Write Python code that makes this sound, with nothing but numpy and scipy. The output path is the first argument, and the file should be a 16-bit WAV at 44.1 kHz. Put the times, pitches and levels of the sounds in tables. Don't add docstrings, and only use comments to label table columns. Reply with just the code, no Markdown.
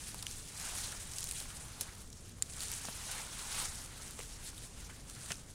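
import sys
import numpy as np
from scipy import signal
from scipy.fft import rfft, irfft, next_fast_len
from scipy.io import wavfile

SR = 44100
rng = np.random.default_rng(int(sys.argv[2]) if len(sys.argv) > 2 else 0)


def file_out(sig):
    cols = np.atleast_2d(sig).T
    lim = np.clip(cols, -1, 1)
    pcm = np.round(lim * 32767).astype(np.int16)
    wavfile.write(sys.argv[1], SR, pcm)


def amplitude_ratio(level_db):
    exponent = np.asarray(level_db, float) / 20
    return 10 ** exponent


N = 244314

# (frequency [Hz], level [dB per Hz])
RUMBLE_COLOUR = [(8.8, -44), (15, 1.5), (86, -3.5), (123, -6), (190, -11.5), (312, -17), (371, -19.5),
                 (430, -19), (527, -22), (816, -29), (2950, -46), (4060, -47), (4700, -37), (7070, -33),
                 (16000, -69)]
# (frequency [Hz], level [dB per Hz])
RUSTLE_COLOUR = [(880, -40.5), (1500, -9.5), (2060, -8.5), (2390, -5.5), (2610, -5.5), (4080, -1.5),
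                 (4920, -1.5), (6690, 1), (9370, 1.5), (11200, -9), (13100, -18), (15100, -13.5),
                 (16000, -20)]
# (frequency [Hz], level [dB per Hz])
DRAG_COLOUR = [(100, -28), (200, -14), (450, -9.5), (800, -1), (1400, -0.5), (2500, -4), (4500, -8),
               (9000, -45.5)]
# (frequency [Hz], level [dB per Hz])
THUD_COLOUR = [(40, -27), (120, -6), (400, 2.5), (1200, -0.5), (3000, -2.5), (9000, -35)]
# (frequency [Hz], level [dB], time to fall 60 dB [s])
LATCH_TONES = [(2230, -29, .008), (3700, -21, .006), (4800, -9, .005), (6500, -21, .010), (7300, 0, .003),
               (8800, -1, .003), (11600, -25, .006), (13800, -28, .007)]
# (time [s], peak level [dB], ring frequency [Hz], time to fall 60 dB [s], broad part [dB])
GEAR_KNOCKS = [(.087, -43, 1500, 0.025, -6), (.1445, -38, 980, .012, -23), (.785, -42, 1100, 0.034, -10),
               (.925, -39, 1400, 0.02, -6), (.948, -43, 1150, .018, -4), (1.455, -46, 1250, 0.02, -14),
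               (1.811, -38.5, 576, 0.052, -2), (2.384, -55, 910, 0.016, -6), (2.848, -40, 700, 0.034, 2),
               (2.885, -35, 600, 0.034, 2), (2.886, -38, 200, .04, -6), (.231, -42, 950, .02, -10),
               (5.321, -33, 1600, .02, -8), (3.59, -41.5, 154, .05, 3), (4.19, -37, 450, 0.02, -3),
               (4.2028, -34, 1300, 0.0072, 6), (4.531, -47, 422, 0.017, 0), (4.894, -44, 1500, .15, -3),
               (5.241, -51, 630, .02, 2), (5.305, -32, 169, 0.053, 9), (5.309, -34, 610, 0.025, 8),
               (5.3187, -28, 2600, 0.022, -4)]
# (time [s], peak level [dB], ring frequency [Hz], time to fall 60 dB [s])
TWIG_SNAPS = [(.2255, -30, 5500, .011), (.2288, -29, 8500, .004), (.267, -23, 3000, .006),
              (.7841, -27, 9200, .013), (.8495, -34, 4000, .006), (.8728, -28, 7700, .005),
              (1.1843, -22.5, 6800, .01), (1.2067, -27, 9250, .006), (1.229, -27, 7000, .0098),
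              (1.2414, -26, 8900, .009), (1.2888, -29.5, 9400, .017), (1.3118, -21, 8200, .008),
              (1.3122, -30, 4000, .008), (1.3222, -27, 9400, .01), (1.8098, -23, 9900, .015),
              (1.8154, -29, 6800, .01), (2.1023, -38, 7000, .013), (2.1281, -39, 5700, .021),
              (2.5361, -32, 8100, .0044), (2.6056, -29, 4500, .0064), (2.6337, -27, 10800, .004),
              (2.7165, -23.5, 10000, .0068), (2.7381, -25, 7300, .004), (2.8528, -31.5, 4670, .014),
              (3.1144, -29, 9600, .027), (4.1918, -34, 8600, .009), (5.3187, -24, 5800, .013)]
# (time [s], peak level [dB], ring frequency [Hz])
NEEDLE_TICKS = [(.084, -34, 8100), (.1448, -33.5, 9700), (.1905, -37, 4330), (.2822, -36, 5800),
                (.3842, -34, 8900), (.5984, -34, 7800), (.6137, -32, 7600), (1.1359, -31, 6300),
                (1.2719, -31, 5500), (1.3346, -34, 9300), (1.355, -35, 8400), (1.4151, -34, 7100),
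                (1.4239, -34, 7100), (1.504, -38, 3400), (2.2948, -41, 6840), (2.4989, -38, 8400),
                (2.5667, -34, 8000), (2.6237, -32, 9500), (2.7508, -30, 9800), (4.0807, -35, 7700),
                (4.109, -36, 9400), (4.2111, -35, 2500), (4.2343, -36, 4700), (4.258, -38, 6600),
                (4.5021, -38, 8000), (4.5795, -38, 3800), (5.0984, -34, 6000), (5.3275, -36, 2800),
                (5.3555, -37, 6100), (5.3424, -38, 6800)]
# (peak time [s], peak level [dB], time to rise 10 dB [s], time to fall 10 dB [s])
SOLE_TREADS = [(.09, -46, .12, .07), (.19, -52, .2, .12), (.66, -45.5, .22, .3), (.78, -45.5, .15, .15),
               (.92, -47, .25, .16), (1.16, -47.5, .05, .2), (1.25, -50, .2, .2), (1.41, -45, .14, .045),
               (1.57, -50.5, .2, .35), (1.813, -45.5, .006, .04), (2.62, -44, .07, .3),
               (2.77, -48, .15, .15), (2.87, -51, .1, .16), (3.13, -44, .17, .2), (3.4, -50, .3, .3),
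               (3.585, -40, .13, .12), (3.655, -45, .1, .03), (3.84, -50, .35, .045), (3.98, -51, .07, .25),
               (4.075, -53, .1, .04), (4.2, -49, .05, .12), (4.64, -50, .12, .045), (4.86, -54.5, .18, .1),
               (5.21, -52, .08, .2), (5.34, -52, .15, .04)]
# (peak time [s], peak level [dB], time to rise 10 dB [s])
CLOTH_SHIFTS = [(.315, -48, .05), (.375, -52, .04), (1.92, -55, .1), (2.01, -56.5, .05), (2.17, -61, .1),
                (2.284, -58, .13), (2.433, -57, .03), (2.493, -53.5, .06), (2.54, -55, .05),
                (4.331, -54, .08), (4.471, -47.5, .06), (3.45, -49, .06), (4.81, -55, .04),
                (4.97, -59, .12), (5.1, -57, .08), (5.312, -46, .025), (5.5, -60, .06)]
# (time [s], drag level [dB])
GROUND_WEIGHT = [(0, -62), (.43, -63), (.62, -54.5), (.85, -54), (1.09, -60), (1.99, -60), (2.07, -68),
                 (2.49, -67), (2.6, -59), (2.97, -58.5), (3.15, -50.5), (3.27, -58), (3.58, -50),
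                 (3.72, -59), (4.4, -63), (5.1, -63), (5.28, -59), (5.54, -68)]


def rms_one(x):
    return x / np.sqrt(np.mean(x ** 2) + 1e-20)


def filtered(x, order, hz, kind):
    return signal.sosfilt(signal.butter(order, hz, kind, fs=SR, output="sos"), x)


def shaped(x, spectrum):
    size = next_fast_len(x.shape[-1] + 8192, real=True) // 2 * 2
    hz, level_db = np.transpose(spectrum)
    grid = np.maximum(np.arange(size // 2 + 1) * SR / size, 1)
    gain = amplitude_ratio(np.interp(np.log(grid), np.log(hz), level_db))
    cepstrum = irfft(np.log(gain), size)
    cepstrum[1:size // 2] *= 2
    cepstrum[size // 2 + 1:] = 0
    response = np.exp(rfft(cepstrum))
    return rms_one(irfft(rfft(x, size) * response, size)[..., :x.shape[-1]])


def drift(rate_hz):
    r = np.exp(-2 * np.pi * rate_hz / SR)
    noise = rng.standard_normal(N + SR)
    settled = signal.lfilter([1], [1, -2 * r, r * r], noise)[SR:]
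    return rms_one(settled)


def resonate(x, hz, t60_s):
    r = amplitude_ratio(-60 / (t60_s * SR))
    w = 2 * np.pi * hz / SR
    return signal.lfilter([0, np.sin(w)], [1, -2 * r * np.cos(w), r * r], x)


def coloured(spectrum, together_db, own_db, flicker_hz):
    lowest_hz = spectrum[0][0]
    edges = lowest_hz * 2 ** np.arange(0, np.log2(20000 / lowest_hz), .5)
    noise = rng.standard_normal((2, N))
    shared = together_db * drift(flicker_hz)
    own = drift(flicker_hz)
    out = 0
    for k, (low, high) in enumerate(zip(edges, edges[1:])):
        band = filtered(noise[k % 2], 2, [low, high], "band")
        out = out + band * amplitude_ratio(shared + own_db * np.roll(own, k * 17011))
    return shaped(out, spectrum)


def breaks(events, cycles, colour, settle_db):
    size, first_crack = 4096, 3.5
    out = np.zeros(N + size)
    t60_s = np.array(events)[:, 3:4]
    dying_db = -60 * np.arange(size) / SR / t60_s
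    fade = amplitude_ratio(dying_db) + amplitude_ratio(settle_db + dying_db / 1.9)
    puffs = rng.standard_normal((len(events), size)) * fade
    puffs[:, 0] = first_crack
    broad = shaped(puffs, colour)
    for (s, peak_db, hz, _, broad_db), puff, wide in zip(events, puffs, broad):
        rung = np.diff(resonate(puff, hz, cycles / hz), prepend=0)
        hit = rung / abs(rung).max() + amplitude_ratio(broad_db) * wide / abs(wide).max()
        out[round(s * SR):][:size] += amplitude_ratio(peak_db) * hit / abs(hit).max()
    return out[:N]


def rumble_and_hiss():
    return amplitude_ratio(-51.5) * shaped(rng.standard_normal(N), RUMBLE_COLOUR)


def latch():
    at, rattle_db, rattle_t60_s = round(2.4232 * SR), -17, .016
    clicks = np.full(N, 1e-18)
    rattle_fade = amplitude_ratio(rattle_db - 60 * np.arange(600) / SR / rattle_t60_s)
    clicks[at:at + 600] = rattle_fade * rng.standard_normal(600)
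    clicks[[at, at + 6, at + 11, at + 17]] = .2, .7, .8, 1
    rung = sum(amplitude_ratio(db) * resonate(clicks, hz, t60_s) for hz, db, t60_s in LATCH_TONES)
    rung = filtered(rung, 2, [1900, 12000], "band")
    return amplitude_ratio(-12) * rung / abs(rung).max()


def knocks():
    return breaks(GEAR_KNOCKS, cycles=6.4, colour=THUD_COLOUR, settle_db=-26)


def snaps():
    twig_broad_db, tick_t60_s, tick_broad_db = -1.5, .006, .5
    events = [(*twig, twig_broad_db) for twig in TWIG_SNAPS]
    events += [(*tick, tick_t60_s, tick_broad_db) for tick in NEEDLE_TICKS]
    broken = breaks(events, cycles=11.4, colour=RUSTLE_COLOUR, settle_db=-14)
    return filtered(broken, 2, 1700, "high")


def crackle(per_s, spread_db):
    born = rng.random(N) < per_s * amplitude_ratio(5 * drift(25)) / SR
    sizes = amplitude_ratio(spread_db * np.minimum(rng.exponential(1, N), 2.5))
    fade = signal.lfilter([1], [1, -.96], sizes * born)
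    return shaped(rng.standard_normal(N) * fade, RUSTLE_COLOUR)


def movement():
    t = np.arange(0, N + 64, 64) / SR
    power = amplitude_ratio(2 * -66)
    moves = SOLE_TREADS + [(s, db, rise, rise) for s, db, rise in CLOTH_SHIFTS]
    for s, db, rise, fall in moves:
        slope = np.maximum((s - t) / rise, (t - s) / fall)
        power = power + amplitude_ratio(2 * (db - 10 * slope))
    return np.interp(np.arange(N) / SR, t, 10 * np.log10(power))


def rubbing():
    rustle_db = movement()
    swing_db = rustle_db + 52
    drag_db = np.interp(np.arange(N) / SR, *np.transpose(GROUND_WEIGHT))
    fine = coloured(RUSTLE_COLOUR, together_db=1.45, own_db=2, flicker_hz=25)
    fine = fine + amplitude_ratio(-6.5) * crackle(per_s=570, spread_db=4.5)
    air_hz = 11500
    air = filtered(fine, 4, air_hz, "high")
    body = filtered(fine, 4, air_hz, "low")
    coarse = coloured(DRAG_COLOUR, together_db=1.12, own_db=2, flicker_hz=13.3)
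    slips = amplitude_ratio(rustle_db - .5) * (body + amplitude_ratio(-.03 * swing_db) * air)
    drag = amplitude_ratio(drag_db + 2 + .2 * swing_db) * coarse
    return slips + drag


def scene():
    return (rumble_and_hiss() + latch() + knocks() + snaps() + rubbing())[None]


def roll_off(x):
    return signal.sosfilt(signal.butter(12, 16770, fs=SR, output="sos"), x)


def record(dry):
    top_cut = signal.cheby2(10, 50, 16800, fs=SR, output="sos")
    mix = signal.sosfilt(top_cut, dry)
    return roll_off(mix)


dry = scene()
out = record(dry)
file_out(out)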